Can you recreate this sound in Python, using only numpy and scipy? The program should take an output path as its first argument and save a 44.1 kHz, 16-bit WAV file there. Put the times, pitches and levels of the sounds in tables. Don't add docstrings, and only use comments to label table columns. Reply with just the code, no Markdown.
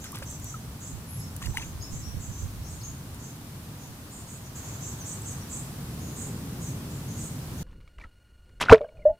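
import sys
import numpy as np
from scipy import signal
from scipy.fft import rfft, irfft
from scipy.io import wavfile
from scipy.ndimage import uniform_filter1d

SR = 44100
rng = np.random.default_rng(int(sys.argv[2]) if len(sys.argv) > 2 else 0)


def inscribe(sig):
    pcm = np.round(np.clip(np.atleast_2d(sig).T, -1, 1) * 32767)
    wavfile.write(sys.argv[1], SR, pcm.astype(np.int16))


N = 405279
T = np.arange(N) / SR
SWAP_S, SUNK_S = 7.63, 8.632


def amp(db):
    return 10 ** (np.asarray(db) / 20)


def evened(x):
    return x / np.sqrt(np.mean(x ** 2) + 1e-20)


def read(points, hz):
    point_hz, value = np.transpose(points)
    return np.interp(np.log(hz + 1), np.log(point_hz + 1), value)


def curve(rows, column=1):
    return np.interp(T, *np.transpose(rows)[[0, column]])


def add(mix, start_s, sound):
    part = mix[..., round(start_s * SR):][..., :sound.shape[-1]]
    part += sound[..., :part.shape[-1]]


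def smooth(length, size):
    once = uniform_filter1d(rng.standard_normal(length), size)
    return evened(uniform_filter1d(once, size))


def noise(spectrum, patchy_db, same=((1, 1), (2, 1)), start=0, stop=N):
    frames, hz = (stop - start) // 256 + 5, np.fft.rfftfreq(1024, 1 / SR)
    a, b, c, d, patches = rng.standard_normal((frames, 513, 5), dtype=np.float32).T
    patches = uniform_filter1d(patches, size=8, axis=0)
    patches = evened(uniform_filter1d(patches, size=8, axis=1))
    likeness = np.clip(read(same, hz), -1, 1)[:, None]
    left = a + 1j * b
    right = likeness * left + np.sqrt(1 - likeness ** 2) * (c + 1j * d)
    spectra = np.array([left, right]) * amp(read(spectrum, hz)[:, None] + patchy_db * patches)
    out = evened(signal.istft(spectra, nperseg=1024, noverlap=768)[1][:, :stop - start])
    return np.pad(out, ((0, 0), (start, N - stop)))


def band(x, hz, width_hz):
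    return signal.lfilter(*signal.iirpeak(hz, hz / width_hz, SR), x)


def chirp(length_s, level_db, first_hz, last_hz, warble_hz, pan_db):
    u = np.linspace(0, 1, round(length_s * SR))
    effort = np.sin(np.pi * u ** 0.76)
    warble = 0.897 * smooth(len(u), size=60) + 0.4362 * smooth(len(u), size=500)
    swing_hz = warble_hz * (0.613 + 0.4673 * effort) * warble
    hz = first_hz + (last_hz - first_hz) * u + swing_hz
    pulses = amp(2.51 * smooth(len(u), size=90) + 1.56 * smooth(len(u), size=250))
    tone = evened(np.sin(2 * np.pi * np.cumsum(hz) / SR) * pulses)
    return tone * effort ** 0.76 * amp(level_db + pan_db * np.array([[.5], [-.5]]))


def scattered(calls):
    t = np.arange(6000) / SR
    sign = rng.choice([-1., 1.], (2, 6000))
    sparse = rng.random((2, 6000)) < .05
    decay = amp(-60 * t / 0.053) + amp(-2.5 - 60 * t / 0.48)
    echoes = sign * sparse * decay
    echoes /= np.linalg.norm(echoes, axis=1, keepdims=True)
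    return amp(-3.0) * calls + amp(1.5) * signal.oaconvolve(calls, echoes, axes=1)[:, :N]


# start_s, length_s, level_db, low_voice_hz, high_voice_hz
BUZZ_CALLS = [(.001, 0.084, -51.5, 6360, 7350), (0.249, .12, -48, 6250, 7610),
              (0.405, .15, -51.5, 6800, 7625), (0.799, 0.1356, -49, 6560, 7720),
              (1.158, .12, -58, 6550, 7700), (1.403, 0.16, -53.5, 6096, 7460),
              (1.6, .11, -54.5, 6266, 7200), (1.895, .145, -50.5, 6300, 7450),
              (2.188, 0.13, -52, 6650, 7700), (2.29, 0.111, -56, 6300, 7150),
              (2.372, 0.085, -52, 6380, 7400), (2.68, 0.116, -53, 6990, 8130),
              (3.189, 0.142, -54.5, 6380, 7265), (3.782, 0.103, -58, 6120, 6690),
              (4.102, 0.14, -52, 7120, 8480), (4.262, .12, -52, 6920, 8200), (4.43, .065, -58, 6100, 6930),
              (4.549, 0.062, -47.5, 6670, 7600), (4.609, .2, -51.5, 6404, 7204),
              (4.803, 0.148, -46, 6400, 7465), (5.045, 0.129, -43.5, 6650, 7800),
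              (5.242, .11, -45, 6626, 7900), (5.491, 0.1406, -43, 7186, 8223),
              (5.99, 0.192, -55.5, 6447, 6900), (6.15, 0.15, -45.5, 6970, 8150),
              (6.596, 0.137, -49, 6560, 7900), (6.901, .11, -58.5, 6780, 7600),
              (7.07, 0.14, -54, 6300, 6820), (7.167, 0.1287, -46, 6850, 8160),
              (7.568, 0.067, -55.5, 6160, 6960)]
# start_s, length_s,
# level_db, first_pitch_hz, last_pitch_hz
WHISTLE_CALLS = [(0.04, .075, -53.5, 5534, 5500), (0.447, 0.083, -47, 5760, 6380),
                 (1.064, 0.091, -58.5, 10900, 10760), (1.073, 0.154, -47.5, 11250, 11290),
                 (1.17, 0.107, -52, 5450, 5530), (1.555, 0.0835, -51, 6230, 6220),
                 (1.798, 0.0218, -49, 5950, 4350), (1.816, 0.051, -46, 5247, 5545),
                 (1.81, 0.0378, -46, 6345, 6746), (2.009, 0.115, -47.5, 5400, 5750),
                 (2.291, 0.13, -52.5, 6215, 6080), (2.626, 0.095, -53, 5580, 5493),
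                 (2.638, 0.079, -54, 6300, 6594), (2.795, 0.0306, -52, 6474, 3933),
                 (2.814, 0.02, -53.5, 3787, 6370), (2.826, 0.074, -44.5, 6420, 6500),
                 (2.827, 0.1, -49.5, 7000, 6930), (4.988, 0.0726, -47.5, 6740, 5400),
                 (5.215, 0.0122, -44.5, 8200, 7220), (5.399, .043, -53.5, 5850, 5710)]
BUZZ_RISE = 0.0099
BUZZ_WARBLE_HZ, WHISTLE_WARBLE_HZ, MEAN_CALL_DB = 383, 130.8, -48
WARBLE_PER_DB = 0.5
BUZZ_PAN_DB, WHISTLE_PAN_DB = -.4, .5


def birds():
    calls = np.zeros((2, N))
    for start_s, length_s, level_db, *voices in BUZZ_CALLS:
        warble_hz = BUZZ_WARBLE_HZ * amp(WARBLE_PER_DB * (level_db - MEAN_CALL_DB))
        for voice_hz in voices:
            first_hz, last_hz = voice_hz * (1 - BUZZ_RISE), voice_hz * (1 + BUZZ_RISE)
            add(calls, start_s, chirp(length_s, level_db, first_hz, last_hz, warble_hz, BUZZ_PAN_DB))
    for start_s, *shape in WHISTLE_CALLS:
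        add(calls, start_s, chirp(*shape, WHISTLE_WARBLE_HZ, WHISTLE_PAN_DB))
    return scattered(calls)


def fizz(t):
    when, pitch, size = rng.random((50, 3, 1)).transpose(1, 0, 2)
    age = np.maximum(t - when * .09, 0)
    hz = 900 * 9. ** pitch
    level_db = 14.0 * size ** 2 - 60 * age * hz / 18.0
    return (amp(level_db) * np.sin(2 * np.pi * hz * age)).sum(axis=0)


# start_s, level_db, t60_s
WATER_SLAPS = [(.035, -40.5, 0.21), (.14, -39.5, 0.23), (.16, -44, .096), (.219, -34.5, 0.074),
               (1.415, -32, 0.099), (1.44, -37.5, 0.099), (1.457, -31, 0.051), (1.542, -39.5, 0.185),
               (1.566, -33, 0.13), (1.605, -42, 0.23), (7.66, -66, .4), (7.705, -62.5, 0.21),
               (7.801, -63.5, 0.185), (7.875, -53, 0.0506), (7.983, -44, 0.0277), (7.994, -57.5, .25),
               (8.012, -53, 0.125), (8.036, -52, 0.085), (8.456, -62, .06), (8.489, -63, .086),
               (8.599, -34, 0.11), (8.606, -21, 0.08), (8.611, -8, 0.0296), (8.618, -18, 0.0557),
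               (8.635, -28, 0.041), (8.649, -31.5, 0.092), (8.662, -33.5, .092), (8.678, -33, 0.066),
               (8.685, -27, .045), (8.697, -15, 0.039), (8.701, -10.5, 0.0247), (8.711, -9.5, .05),
               (8.723, -11.5, 0.0818), (8.745, -33, 0.08), (8.775, -38.5, .06), (8.807, -48.5, .098),
               (8.842, -54.5, 0.096), (8.885, -63, 0.171), (8.965, -66.5, .25)]
# frequency_hz, relative_db
SPRAY_SPECTRUM = [(59, -33), (100, 15), (434, 3), (1190, -2.5), (2520, -6.5), (4000, -12), (6220, -19),
                  (10700, -28.5), (13800, -40.5), (15000, -76)]
SLAP_SWELL_S = (0.007, 0.0024, 0.0018)
SLAP_TREBLE_DB = (8.5, 3.5, 0.24)
SPRAY_OVER_FIZZ_DB = (4.5, 2.5, -1)


def splash():
    mix, t, hz = np.zeros(N), np.arange(8192) / SR, np.fft.rfftfreq(8192, 1 / SR)
    for start_s, level_db, t60_s in WATER_SLAPS:
        place = (start_s > SWAP_S) + (start_s > SUNK_S)
        tilt_db = SLAP_TREBLE_DB[place] * np.log2(hz / 1500 + .05)
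        colour = amp(read(SPRAY_SPECTRUM, hz) + tilt_db)
        spray = rng.standard_normal(8192) * amp(2.2 * smooth(8192, size=40))
        swarm = evened(np.pad(fizz(t[:4096]), (0, 4096)))
        both = amp(SPRAY_OVER_FIZZ_DB[place]) * evened(spray) + swarm
        crackle = evened(irfft(rfft(both) * colour))
        swell = 1 - np.exp(-(t / SLAP_SWELL_S[place]) ** 2)
        add(mix, start_s, crackle * amp(level_db - 60 * t / t60_s) * swell)
    return mix


def ring(level_db, pitch_hz, t60_s, slide, rise_s):
    t = np.arange(9000) / SR
    hz = pitch_hz * slide ** np.minimum(t / .039, 2)
    phase = 2 * np.pi * np.cumsum(hz) / SR
    return amp(level_db - 60 * t / t60_s) * (1 - np.exp(-t / rise_s)) * -np.sin(phase)


# start_s, level_db, pitch_hz, t60_s, pitch_factor after 39 ms
SMALL_BUBBLES = [(.042, -38, 1560, .034, 0.98), (.128, -32.5, 1047, 0.052, 1.8),
                 (.171, -37.5, 1943, .026, 1.06), (.22, -29.5, 582, 0.0255, 0.61),
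                 (0.223, -32.5, 1196, 0.019, 1.63), (.541, -27, 1345, 0.053, .81),
                 (1.418, -33, 1520, 0.0117, 1.2), (1.424, -32, 2610, .02, 1.3),
                 (1.438, -30, 1850, .019, 1.3), (1.458, -27.5, 2715, .017, 1.24),
                 (1.459, -32, 4600, .02, 1.2), (1.542, -31.5, 766.3, 0.069, 1.82),
                 (1.572, -9, 2043, .0073, 1.1), (1.579, -25.5, 2993, .025, 0.67),
                 (1.582, -28, 886, 0.034, 1.05), (1.609, -33.5, 1051, 0.0225, .84),
                 (1.623, -34, 2570, 0.048, 1.38), (7.876, -47, 2201, .028, 1.14),
                 (7.984, -45.5, 2018, .025, 1.02), (7.998, -45, 2323, .024, 1.04),
                 (8.012, -36, 2284, 0.0146, 1.04), (8.022, -41, 1880, .031, .91),
                 (8.039, -34, 2003, .023, 0.75), (8.041, -39, 1340, 0.053, 0.93),
                 (8.685, -8.5, 1480, 0.026, 0.72), (8.696, 5, 1450, 0.0056, 1.5),
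                 (8.698, -3, 2564, 0.0084, 0.98), (8.702, -3, 824, 0.0214, 0.465),
                 (8.716, -4.5, 996.4, 0.028, 1.37), (8.812, -47, 2290, 0.044, 0.96),
                 (8.843, -44, 1567, .042, 1.06), (8.855, -52, 2928, .03, 1.02),
                 (8.887, -53.5, 2230, .035, 1.1), (8.97, -52, 2530, 0.033, .82),
                 (8.993, -53.5, 2205, .048, 1.43), (9.021, -46.5, 2170, 0.046, .85)]
# start_s, level_db, pitch_hz, t60_s, pitch_factor after 39 ms, rise_s
AIR_GULPS = [(8.7093, -1, 90, .04, 0.98, 0.00142), (8.722, 1.5, 288, 0.0387, 0.946, 0.00042),
             (8.724, 11.5, 455, 0.075, 0.96, 0.0008), (8.725, 3, 601.1, 0.067, 1.12, 0.0026),
             (8.808, -20.5, 597, .115, .97, 0.00082), (8.808, -27, 448.6, .15, 1.09, 0.0044),
             (8.843, -21, 639.4, 0.0394, 1.006, 0.00265), (9.053, 4, 585.7, 0.1, 1.069, 0.01417),
             (9.092, -6.5, 627, 0.0672, 0.943, 0.0079), (9.095, -34.5, 840, .114, 1.025, 0.0047)]
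# multiple of its pitch, relative_db
GULP_OVERTONES = [(2, -46.5), (3, -44)]
RISE_SHARE = 0.049
OVERTONE_RING = 0.71


def bubbles():
    mix = np.zeros(N)
    for start_s, level_db, pitch_hz, t60_s, slide in SMALL_BUBBLES:
        add(mix, start_s, ring(level_db, pitch_hz, t60_s, slide, RISE_SHARE * t60_s))
    for start_s, level_db, pitch_hz, t60_s, *shape in AIR_GULPS:
        add(mix, start_s, ring(level_db, pitch_hz, t60_s, *shape))
        for k, over_db in GULP_OVERTONES:
            add(mix, start_s, ring(level_db + over_db, k * pitch_hz, OVERTONE_RING * t60_s, *shape))
    return mix


# time_s, thud_level_db, housing_ring_level_db
SLOSH_LEVELS = [(7.64, -44.5, -82), (7.83, -45.5, -83), (7.92, -57.5, -87.5), (7.99, -44.5, -70),
                (8.05, -48, -68), (8.1, -57.5, -81.5), (8.35, -57.5, -96.5), (8.59, -50.5, -81),
                (8.62, -28.5, -61), (8.68, -54, -51), (8.77, -49, -37.5), (8.8, -52, -46), (8.83, -52, -39),
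                (8.87, -57.5, -54), (9.04, -47, -55.5), (9.11, -37, -50.5), (9.19, -63.5, -76)]
# frequency_hz, relative_db
THUD_SPECTRUM = [(8.8, -51), (15, -6), (54, 2), (66, -8), (75, -6.5), (295, -25), (458, -30), (500, -17.5),
                 (650, -69.5), (1100, -120)]
# frequency_hz, width_hz of the narrower of two filters, relative_db
HOUSING_MODES = [(448, 27, -1), (603, 51, 4.5)]


def housing():
    shake = rng.standard_normal(N) * amp(2.2 * smooth(N, size=200))
    modes = 0
    for hz, width_hz, level_db in HOUSING_MODES:
        modes = modes + amp(level_db) * band(band(shake, hz, width_hz), hz, 3 * width_hz)
    thud = noise(THUD_SPECTRUM, 2.2, start=round(SWAP_S * SR))[0]
    return amp(curve(SLOSH_LEVELS)) * thud + amp(curve(SLOSH_LEVELS, column=2)) * evened(modes)


# start_s, peak_db
DROPLET_TICKS = [(.042, -33), (.119, -26), (.157, -27.5), (0.186, -30.5), (.237, -32), (.311, -34),
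                 (.398, -35), (0.443, -27), (1.364, -25.5), (1.458, -30.5), (1.571, -27), (1.646, -39),
                 (3.145, -34)]


def ticks():
    mix, t = np.zeros((2, N)), np.arange(600) / SR
    for start_s, peak_db in DROPLET_TICKS:
        burst = rng.standard_normal((2, 600)) * amp(-60 * t / 0.0173) * np.minimum(t / 0.001, 1)
        snap = band(band(burst, 11000, 8000), 11000, 8000)
        add(mix, start_s, amp(peak_db) * snap / abs(snap).max())
    return mix


# middle_s, level_db, length_s
AIR_PUFFS = [(0.957, -35, 0.074), (1.28, -45, 0.061), (1.488, -25.5, 0.083), (1.59, -35, .06),
             (1.676, -38, .04), (1.755, -37.5, 0.07), (1.936, -33, 0.066), (2.012, -36, 0.046),
             (2.085, -31, 0.0464), (2.175, -29, 0.071), (2.3, -35, 0.072), (2.445, -31, 0.0646),
             (2.59, -39, 0.056), (2.772, -43.5, 0.094), (2.904, -45, 0.075), (3.903, -42, 0.05)]
# frequency_hz, relative_db
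PUFF_SPECTRUM = [(8.8, -36.5), (15, -20), (70, 7), (112, -0.5), (220, -13), (269, -23), (414, -33.5),
                 (600, -34), (780, -64), (1320, -120)]


def puffs():
    swell = np.zeros(N)
    for middle_s, level_db, length_s in AIR_PUFFS:
        swell += amp(level_db) * np.exp(-((T - middle_s) / (.5 * length_s)) ** 2)
    return amp([[-18], [0]]) * swell * noise(PUFF_SPECTRUM, 1.2)[0]


# time_s, buffeting_level_db, rumble_level_db
WIND_LEVELS = [(0, -50, -46), (.55, -43.5, -40.5), (1.05, -50.5, -43.5), (1.2, -50, -38),
               (1.5, -40.5, -42.5), (2.05, -44, -43), (2.55, -40.5, -42), (3.3, -53, -42.5),
               (4.45, -52, -46.5), (4.6, -50.5, -41), (6.15, -50.5, -37.5), (7.4, -62, -36),
               (7.6, -50.5, -33)]
# time_s, level_db
ROAR_LEVELS = [(0, -50.5), (2.1, -50), (2.6, -51.5), (3.3, -49.5), (4.45, -52), (4.6, -48.5), (5.7, -47.5),
               (6.15, -43.5), (7.63, -45)]
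# frequency_hz, relative_db
BUFFET_SPECTRUM = [(15, -23.5), (30, -30), (60, -19), (80, 24.5), (110, 1), (200, -27)]
RUMBLE_SPECTRUM = [(50, -44), (85, -2.5), (120, 6.5), (170, -6.5), (240, -11.5), (500, -46.5)]
ROAR_SPECTRUM = [(120, -55), (220, 2), (320, -7.5), (450, -12), (700, -23.5), (1400, -60)]
# frequency_hz, likeness from -1 to 1
STEREO_LIKENESS = [(25, 0.1856), (60, 1), (130, 0.996), (290, 0.953), (640, 0.787), (1410, 0.213),
                   (3100, -0.15), (6800, -0.021)]


def wind():
    gusts = amp(1.56 * np.array([smooth(N, size=3000), smooth(N, size=3000)]))
    buffet = amp(curve(WIND_LEVELS)) * gusts * noise(BUFFET_SPECTRUM, 1.29, [(25, 0.8), (100, 1.0)])
    rumble = amp(curve(WIND_LEVELS, column=2)) * noise(RUMBLE_SPECTRUM, 0.56, STEREO_LIKENESS)
    roar = amp(curve(ROAR_LEVELS)) * noise(ROAR_SPECTRUM, 0.57, STEREO_LIKENESS)
    return buffet + (rumble + roar) * amp(0.74 * smooth(N, size=700))


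# multiple of the pitch, level_db
WHINE_HARMONICS = [(1, -69), (2, -71), (3, -76), (5, -89), (6, -82), (7, -90)]
WHINE_HZ, STUTTER_HZ, STUTTER_S = 1434.5, 22.62, 8.128


def whine():
    on = np.cos(2 * np.pi * STUTTER_HZ * (T - STUTTER_S)) > -.68
    buzz = sum(amp(level_db) * np.sin(2 * np.pi * k * WHINE_HZ * T) for k, level_db in WHINE_HARMONICS)
    return buzz * uniform_filter1d(on * 1., size=130)


# frequency_hz, relative_db
HISS_SPECTRUM = [(180, -11), (300, -10), (434, -10), (638, -8.5), (694, -8), (1110, -8), (1930, -13.5),
                 (2280, -15), (2570, -14.5), (15200, -17), (16500, -54)]


def hiss():
    level_db = -48.5 + 2.9 * (T > 4.556)
    return amp(level_db) * noise(HISS_SPECTRUM, 0.37, STEREO_LIKENESS)


# frequency_hz, relative_db
FLOOR_SPECTRUM = [(120, -40), (200, -3), (1250, -14), (1450, -11.5), (2380, -14), (2910, -16.5),
                  (3070, -18), (8900, -23.5), (16000, -28.5)]


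def floor():
    return amp(-70.5) * noise(FLOOR_SPECTRUM, 1.3, start=round(SWAP_S * SR))[0]


def scene():
    water = bubbles() + splash()
    nearby = np.array([np.roll(water, -5), water]) * amp([[.6], [-.6]])
    bank = birds() + nearby + ticks() + puffs() + wind() + hiss()
    plunge = water + housing() + whine() + floor()
    return np.where(T < SWAP_S, bank, plunge)


def record(dry):
    clipped = np.clip(dry, -.99, .99)
    lowpass = signal.firwin(511, 15900, window=("kaiser", 9), fs=SR)
    return signal.oaconvolve(clipped, lowpass[None], "same")


dry = scene()
out = record(dry)
inscribe(out)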